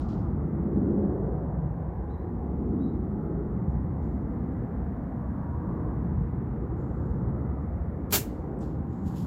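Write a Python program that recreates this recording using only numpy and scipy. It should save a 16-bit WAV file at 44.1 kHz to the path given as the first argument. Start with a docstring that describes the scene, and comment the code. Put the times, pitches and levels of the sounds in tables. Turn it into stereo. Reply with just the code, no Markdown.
"""An open wooden shelter by a wooded slope, a phone two metres from a slingshot being loaded, drawn and released.
The bands flap and slap: dense noise cracks and single bursts, with decaying noise for the shelter's echo.
Small resonant ticks of pouch, ball and twigs and scraping grains of dry leaves and sleeve lie around the shot.
Far traffic is shaped noise that swells, with wavering tones and a soft hiss;
a small bird, an arched whistle, calls twice."""
import sys
import numpy as np
from scipy import signal
from scipy.fft import rfft, irfft, next_fast_len
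from scipy.io import wavfile
from scipy.ndimage import uniform_filter1d

SR = 44100
rng = np.random.default_rng(int(sys.argv[2]) if len(sys.argv) > 2 else 0)


def transcribe(u):
    """Save the signal u as a 16-bit wav file named by the first command-line argument.

    u: samples, shape (n,) or (channels, n), limited to [-1, 1]; the rate is SR.
    q: integer samples, one column per channel.
    """
    v = np.clip(np.atleast_2d(u).T, -1, 1)
    q = np.round(v * 32767).astype(np.int16)
    wavfile.write(sys.argv[1], SR, q)


N = 408366  # samples
TIME = np.arange(N) / SR  # s
FFT_SIZE = next_fast_len(N)

# Spectrum of the far traffic. Each row: frequency in Hz, relative level in dB per Hz.
TRAFFIC_SPECTRUM = [(15, -51), (25, -23.5), (40, -17), (57, 2), (72, 1.5), (97, -4.5), (166, -3), (204, -5),
                    (397, -14.5), (628, -24.5), (726, -22), (1150, -29), (2010, -43), (2750, -66.5),
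                    (3600, -77.5), (4680, -101), (7920, -120)]
# How alike the traffic is at the two microphone ports. Each row: frequency in Hz, left-right correlation.
TRAFFIC_LIKENESS = [(60, 1), (250, 0.96), (500, 0.8), (1000, 0.6), (4000, .1), (15000, .05)]
# Lean of the traffic to one side. Each row: frequency in Hz, left minus right in dB.
TRAFFIC_PAN = [(60, 3.0), (110, 2.5), (200, 3.0), (380, 3), (700, 5), (1290, 4.5), (2380, 8.5), (4400, 19),
               (8120, 0.5), (15000, -5)]
# Swells (+) and lulls (-) of the far traffic. Each row: peak in seconds, half length in seconds,
# centre in Hz, glide in octaves per second, half width in octaves, change in dB.
TRAFFIC_SWELLS = [(0.3, 0.25, 130, 0.32, .4, 3), (0.9, 0.24, 270, .8, .7, 10),
                  (1.25, .27, 470, 0.053, .55, 9.5), (0.8, .25, 480, 0, .4, 5), (1.2, .35, 40, 0, .3, -4.5),
                  (2.05, 0.46, 200.6, -1.2, .6, -6.5), (2.8, .18, 280, .5, .6, 7.5),
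                  (3.35, .2, 423, .8, .5, 5), (3.8, .25, 130, -.8, .5, 3.5), (4.4, .2, 238.2, -.5, .4, 5.5),
                  (5.1, .25, 115, .5, .4, -4.5), (5.2, .5, 382, 0, .35, -5.5),
                  (5.7, .45, 1131, -0.14, .4, 3), (6.2, 0.6, 71.5, 0, .6, 4.5),
                  (6.1, .15, 152, 0.32, .5, 4.5), (6.7, .2, 199.6, 0, .3, -3.5),
                  (7.2, 0.22, 119.6, 0, .5, 7.5), (7.8, .2, 327.8, -.8, .5, -7),
                  (8.4, .2, 115.8, -0.12, .4, -8), (8.9, .3, 59, -0.11, .6, -4.5),
                  (9.1, .3, 400, 0.26, .6, -5), (9.2, .15, 180, 0, .25, 6),
                  (2.602, 0.94, 1900, 0.091, .7, -2.5), (6.001, 0.96, 2000, 0, .6, 3),
                  (0.2, .3, 900, 0, .8, 1.5), (6.2, 0.14, 400, 0, .3, -6), (1.7, .25, 60, 0, 0.56, -3),
                  (4.05, .12, 65, 0, 0.39, 3.5), (7.0, .15, 65, 0, 0.31, 3.5), (8.9, .4, 1200, 0, .7, -2),
                  (5.55, .15, 65, 0, .5, 4), (4.5, .3, 140, 0, .3, 3), (5.8, 0.13, 480, 0, .4, 4),
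                  (8.55, 0.11, 450, 0, .4, 4), (3.7, .6, 900, 0, 0.31, 2), (8.7, .4, 230, 0, 0.22, -3),
                  (8.3, .15, 230, 0, .4, -4), (6.5, .3, 480, 0, 0.32, -3), (8.5, .2, 150, 0, .4, 3)]
# Tones of far engines and tyres. Each row: start in seconds, end in seconds, start pitch in Hz,
# end pitch in Hz, peak level in dB before waver and panning.
ENGINE_TONES = [(0.2, 1.4, 200, 203, -35), (0.1, 1.0, 155, 150, -39), (0.0, 1.2, 340, 335, -43),
                (2.2, 4.0, 220, 198, -39), (2.9, 3.7, 372, 368, -45), (0.8, 1.6, 545, 555, -51),
                (8.9, 9.5, 185, 190, -37), (0.3, 4.3, 800, 850, -58), (0.9, 3.0, 745, 735, -57),
                (3.7, 7.1, 485, 470, -54), (5.1, 6.0, 1135, 1145, -58), (5.2, 6.1, 948, 945, -57),
                (8.2, 9.5, 785, 788, -58)]
# Far leaves and microphone noise. Each row: frequency in Hz, relative level in dB per Hz.
HISS_SPECTRUM = [(1500, -29.5), (2600, -5.5), (3400, -10), (6200, -15.5), (7500, -13.5), (8100, -19.5),
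                 (9200, -20.5), (11500, -13.5), (15500, -10), (15900, -40.5)]
# Calls of the bird. Each row: start in seconds, length in seconds, top pitch in Hz before flutter,
# level at the top in dB before flutter and echo.
CALLS = [(2.065, .11, 3960, -70.5), (2.782, 0.1, 3920, -65.5)]
# Echoes of the bird from near trunks. Each row: delay in seconds, level in dB against the direct call.
TRUNK_ECHOES = [(0.036, -9), (.066, -13.5)]
# Rustles of leaves and sleeve. Each row: peak in seconds, rise in seconds, hold in seconds,
# fade in dB per second, level near 7 kHz in dB before panning, lower part in dB and treble in dB against it.
LEAF_AND_SLEEVE = [(0.006, .004, .002, 200, -71.5, 10.5, -17), (0.089, .003, 0.0018, 91, -75.5, 12.5, -18),
                   (3.70, .03, .01, 148, -86, 0, -5), (4.036, .01, .01, 70.5, -82.5, 2.5, -5.5),
                   (6.786, .02, .01, 63, -81.5, -2, -10.5), (7.0, 0.18, 0.076, 49.5, -87.5, 1, -4),
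                   (8.612, .004, .03, 130, -71.5, 5.5, -4), (8.94, 0.059, .03, 60, -76, -1, -10),
                   (9.062, 0.016, .06, 90, -69, 1.5, 0), (9.17, .02, .03, 167, -67, 6.5, 3)]
# Small ticks of pouch, ball and twigs. Each row: start in seconds, dry peak in dB, centre in Hz,
# width in Hz, echo in dB against the tick.
SMALL_TICKS = [(0.002, -52, 4800, 3500, -5.5), (0.0867, -46, 5000, 4600, -10),
               (3.232, -65.5, 13500, 3000, 5.5), (3.68, -76, 7200, 2000, -5), (4.027, -59, 4500, 4970, -10),
               (6.771, -75, 7300, 2000, -8.5), (7.62, -72, 5580, 3480, 9), (8.590, -52, 7500, 4500, -9),
               (8.604, -57, 7000, 4020, 11), (8.611, -61, 5470, 5000, 0)]
# Echo time of the shelter. Each row: frequency in Hz, time to fall 60 dB in seconds.
SHELTER_DECAY = [(500, 0.26), (2000, 0.23), (6000, 0.19), (15000, 0.18)]
# Single slaps of band and pouch. Each row: start in seconds, peak in dB before echo and rubber colour,
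# left minus right in dB before the rubber's own lean.
BAND_SLAPS = [(8.1087, -28, 5), (8.1248, -16, 2), (8.1343, -14, 3), (8.1392, -19, 4), (8.1462, -17, 3),
              (8.1508, -11, 5), (8.1553, -15, 4), (8.1567, -16, 4), (8.1600, -17, 4), (8.1643, -17, 5)]
# Colour of the rubber cracks. Each row: frequency in Hz, relative gain in dB.
RUBBER_COLOUR = [(200, -22), (330, 4), (540, 0.5), (1190, -3), (1400, -6), (2390, -5), (3920, -4),
                 (5600, -6.5), (7530, -3), (8700, -8.5), (14000, 0.5), (15700, -4.5), (16500, -23)]
# Lean of the rubber cracks to one side. Each row: frequency in Hz, left minus right in dB.
RUBBER_LEAN = [(60, 10.5), (110, 5), (200, 2.5), (380, 6.5), (700, 1.5), (1290, 8.5), (2380, 3.5),
               (4400, 7), (8120, 5.5), (15000, -1.5)]

PORT_LAG_S = 0.00018  # the rumble reaches the left port later
TRAFFIC_DB, WANDER_DB = -29, 1.7  # overall level, spread of each band's slow wander
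HISS_DB = -79  # before its slow waver and lean to the left
BIRD_ARCH_HZ, BIRD_TOP_AT, BIRD_SWELL_DB = 620, 0.6, 24  # pitch fall, place of the top (0-1), level fall
RUSTLE_RISE_DB = 14.5  # climb within each rustle's rise time
SLOPE_T60_S, SLOPE_DB = 0.6, -27  # the slope's decay, and its gain in the mix of echoes
# the bands creak as the pouch slips, whip through the fork, then settle; levels before echo and rubber colour
SLIP_S, WHIP_S, WHIP_HOLD_S, WHIP_RISE_S = 8.11, 8.127, 0.036, 0.0027
SLIP_DB, WHIP_DB, SETTLE_DB_PER_S = -46.5, -24.5, 552
TOP_HZ = 16300  # where the phone cuts the treble


def undb(db):
    """Turn decibels into an amplitude factor."""
    return 10 ** (np.asarray(db) / 20)


def unit(x):
    """Scale to an RMS of 1."""
    return x / np.sqrt(np.mean(x ** 2))


def at_hz(table, hz):
    """Read (Hz, value) points on a log axis."""
    f, value = np.transpose(table)
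    return np.interp(np.log(np.maximum(hz, 1)), np.log(f), value)


def colour(x, db_at):
    """Causal filter with the gain db_at(Hz), from the folded cepstrum."""
    size = 2048
    cepstrum = irfft(db_at(np.fft.rfftfreq(size, 1 / SR)) * np.log(10) / 20)
    cepstrum[1:size // 2] *= 2
    cepstrum[size // 2 + 1:] = 0
    response = irfft(np.exp(rfft(cepstrum)))
    return signal.oaconvolve(x, response)[:len(x)]


def band(x, lo_hz, hi_hz):
    """Keep what lies between two frequencies, with gentle edges."""
    edges = [lo_hz, min(hi_hz, 0.45 * SR)]
    return signal.sosfilt(signal.butter(2, edges, "bandpass", fs=SR, output="sos"), x)


def walk(rate):
    """Random levels held 1 / rate s and slewed twice; spread near 1."""
    k = int(SR / rate)
    steps = np.repeat(rng.standard_normal(N // k + 1), k)
    return 1.3 * uniform_filter1d(uniform_filter1d(steps, k), k)[:N]


def arc(peak_s, rise_s, rise_db, fade_db_per_s, hold_s=0):
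    """Gain that climbs to 1 at rise_db per rise_s, holds and fades."""
    climb_db = rise_db * (TIME - peak_s) / rise_s
    fade_db = -fade_db_per_s * np.maximum(TIME - peak_s - hold_s, 0)
    return undb(np.minimum(climb_db, fade_db))


def grains(rate, spread_db):
    """Two channels of dense cracks (rate per s) with long-tailed sizes and a weaker part common to both."""
    size = (rng.random(N) < rate / SR) * undb(spread_db * rng.exponential(size=N))
    common, *own = rng.standard_normal((3, N))
    return np.array([unit(size * (0.35 * common + o)) for o in own])


def burst(count, ms):
    """Short decaying noise for each event and channel, peak 1."""
    x = rng.standard_normal((count, 2, 400)) * np.exp(-np.arange(400) / SR / ms * 1000)
    return x / abs(x).max(axis=2, keepdims=True)


def echo(x, echo_db):
    """Each channel hears the shelter's quick tail and the slope's longer, duller one."""
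    t = np.arange(SR) / SR

    def fade(t60):
        return 10 ** (-3 * t / t60)

    out = []
    for channel in x:
        noise = rng.standard_normal((2, SR))
        shelter = sum(band(noise[0], hz / 2.6, hz * 1.7) * fade(t60) for hz, t60 in SHELTER_DECAY)
        slope = band(noise[1], 800, 8000) * fade(SLOPE_T60_S) * np.minimum(t / 0.05, 1)
        tail = shelter * np.minimum(t / 0.004, 1) + undb(SLOPE_DB) * slope
        tail = tail / np.sqrt(np.sum(tail ** 2))
        out.append(channel + undb(echo_db) * signal.oaconvolve(channel, tail)[:N])
    return np.array(out)


def traffic():
    """Third-octave bands of noise; each takes its part of the swells and wanders alone."""
    hz = np.fft.rfftfreq(FFT_SIZE, 1 / SR)
    like = np.clip(at_hz(TRAFFIC_LIKENESS, hz), 0, 1)
    gain = undb(at_hz(TRAFFIC_SPECTRUM, hz))
    mid, side = (rfft(rng.standard_normal(FFT_SIZE)) * gain for _ in range(2))
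    mid, side = mid * np.sqrt(1 + like), side * np.sqrt(1 - like)
    pan = undb(at_hz(TRAFFIC_PAN, hz) / 2)
    lag = np.exp(-2j * np.pi * hz * PORT_LAG_S)
    pair = np.array([(mid + side) * pan * lag, (mid - side) / pan])

    peak_s, half_s, centre_hz, glide, octaves, swell_db = np.transpose(TRAFFIC_SWELLS)[:, :, None]
    coarse = TIME[::256]
    since = coarse - peak_s
    place = np.clip(np.log2(np.maximum(hz, 1) / 40) * 3, 0, 18)  # third octaves above 40 Hz
    out = 0
    for k in range(19):
        share = np.clip(1 - abs(place - k), 0, 1)  # overlapping triangles
        away = np.log2(40 * 2 ** (k / 3) / centre_hz) - glide * since
        swell = np.sum(swell_db * np.exp(-(since / half_s) ** 2 - (away / octaves) ** 2), axis=0)
        level_db = np.interp(TIME, coarse, swell) + WANDER_DB * walk(2.5)
        out = out + irfft(pair * share, FFT_SIZE)[:, :N] * undb(level_db)
    return undb(TRAFFIC_DB) * unit(out)


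def hums():
    """Sine tones of far engines and tyres fade in and out, drift in pitch and waver in level."""
    out = np.zeros(N)
    drift_hz, waver_db = 6 * walk(14), 3 * walk(12)
    shifts = rng.integers(0, N, len(ENGINE_TONES))  # each tone reads the drift from its own place
    for (start_s, end_s, start_hz, end_hz, level_db), shift in zip(ENGINE_TONES, shifts):
        i = np.arange(int(start_s * SR), min(int(end_s * SR), N))
        u = (i / SR - start_s) / (end_s - start_s)
        wander = (i + shift) % N
        hz = start_hz + (end_hz - start_hz) * u + drift_hz[wander]
        fade = np.sqrt(np.sin(np.pi * u).clip(0))
        out[i] += undb(level_db + waver_db[wander]) * fade * np.sin(2 * np.pi * np.cumsum(hz) / SR)
    return np.array([undb(4.5) * np.roll(out, int(PORT_LAG_S * SR)), undb(-0.3) * out])


def hiss():
    """A smooth, wide noise of far leaves and microphone, a little louder on the left."""
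    hz = np.fft.rfftfreq(FFT_SIZE, 1 / SR)
    spectrum = rfft(rng.standard_normal((2, FFT_SIZE))) * undb(at_hz(HISS_SPECTRUM, hz))
    x = irfft(spectrum, FFT_SIZE)[:, :N]
    return undb(HISS_DB + 0.6 * walk(1.5)) * unit(x) * undb([[1.5], [-1.5]])


def bird():
    """A whistle arched in pitch and level, repeated by two near trunks and smeared by the wood."""
    call = 0
    for start_s, length_s, top_hz, level_db in CALLS:
        u = (TIME - start_s) / length_s
        before, after = 1 - u / BIRD_TOP_AT, (u - BIRD_TOP_AT) / (1 - BIRD_TOP_AT)
        off = np.where(u < BIRD_TOP_AT, before, after)  # 0 at the top, 1 at the ends
        sounding = off < 1
        off = np.minimum(off, 1)
        hz = (top_hz - BIRD_ARCH_HZ * off ** 2) * (1 + 0.02 * walk(260))
        gain = undb(level_db - BIRD_SWELL_DB * off ** 1.4 + 2.7 * walk(150))
        call = call + sounding * gain * np.sin(2 * np.pi * np.cumsum(hz) / SR)

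    t = np.arange(SR // 2) / SR
    decay = 10 ** (-3 * t / 0.42) * np.minimum(t / 0.02, 1)
    trees = undb(-28.5) * rng.standard_normal((2, len(t))) * decay
    trees[:, 0] = 1  # the direct call
    for delay_s, echo_db in TRUNK_ECHOES:
        trees[:, int(delay_s * SR)] += undb(echo_db)
    return signal.oaconvolve(call[None], trees, axes=1)[:, :N]


def rustle():
    """Fine scraping grains, a little patchy; the phone's port lifts them near 7 kHz."""
    grit = grains(14000, 1.5) * undb(walk(90))
    ranges_hz = (2200, 6100), (6500, 7900), (9000, 15100)
    low, port, high = (unit(band(band(grit, *hz), *hz)) for hz in ranges_hz)
    out = 0
    for peak_s, rise_s, hold_s, fade, level_db, low_db, high_db in LEAF_AND_SLEEVE:
        scrape = port + undb(low_db) * low + undb(high_db) * high
        out = out + undb(level_db) * arc(peak_s, rise_s, RUSTLE_RISE_DB, fade, hold_s) * scrape
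    return out * undb([[2], [-2]])


def ticks():
    """Small knocks: a fast-decaying noise burst in one broad resonance, with its echo."""
    dry, wet = np.zeros((2, N)), np.zeros((2, N))
    bursts = burst(count=len(SMALL_TICKS), ms=1.2)
    for (start_s, peak_db, hz, width_hz, echo_db), x in zip(SMALL_TICKS, bursts):
        lo_hz, hi_hz = max(hz - width_hz / 2, 500), hz + width_hz / 2
        x = band(band(x, lo_hz, hi_hz), lo_hz, hi_hz)
        x = x * undb(peak_db) / abs(x).max()
        i = int(start_s * SR)
        dry[:, i:i + x.shape[1]] += x
        wet[:, i:i + x.shape[1]] += x * undb(echo_db)
    return dry + echo(wet, 0) - wet  # only the tail of wet is kept


def snap():
    """The slack bands crackle as they whip through the fork; single slaps are laid on top."""
    slip = undb(SLIP_DB) * arc(SLIP_S, WHIP_RISE_S, 7.7, SETTLE_DB_PER_S, WHIP_S - SLIP_S)
    whip = undb(WHIP_DB) * arc(WHIP_S, WHIP_RISE_S, 13, SETTLE_DB_PER_S, WHIP_HOLD_S)
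    cracks = grains(16000, 1.5) * (slip + whip)
    for (start_s, peak_db, pan_db), x in zip(BAND_SLAPS, burst(count=len(BAND_SLAPS), ms=0.35)):
        i = int(start_s * SR)
        cracks[:, i:i + x.shape[1]] += x * undb(peak_db + np.array([[pan_db], [-pan_db]]) / 2)

    def rubber_db(hz, side):
        return 8 + at_hz(RUBBER_COLOUR, hz) + side * at_hz(RUBBER_LEAN, hz) / 2

    left, right = echo(cracks, -6.5)
    return np.array([colour(left, lambda hz: rubber_db(hz, 1)),
                     colour(right, lambda hz: rubber_db(hz, -1))])


def scene():
    """All sources as they reach the phone, from the far traffic to the slingshot."""
    return traffic() + hums() + hiss() + bird() + rustle() + ticks() + snap()


def record(dry):
    """The phone cuts the top with a steep low-pass."""
    return signal.sosfilt(signal.ellip(10, 0.2, 80, TOP_HZ, fs=SR, output="sos"), dry)


dry = scene()
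out = record(dry)
transcribe(out)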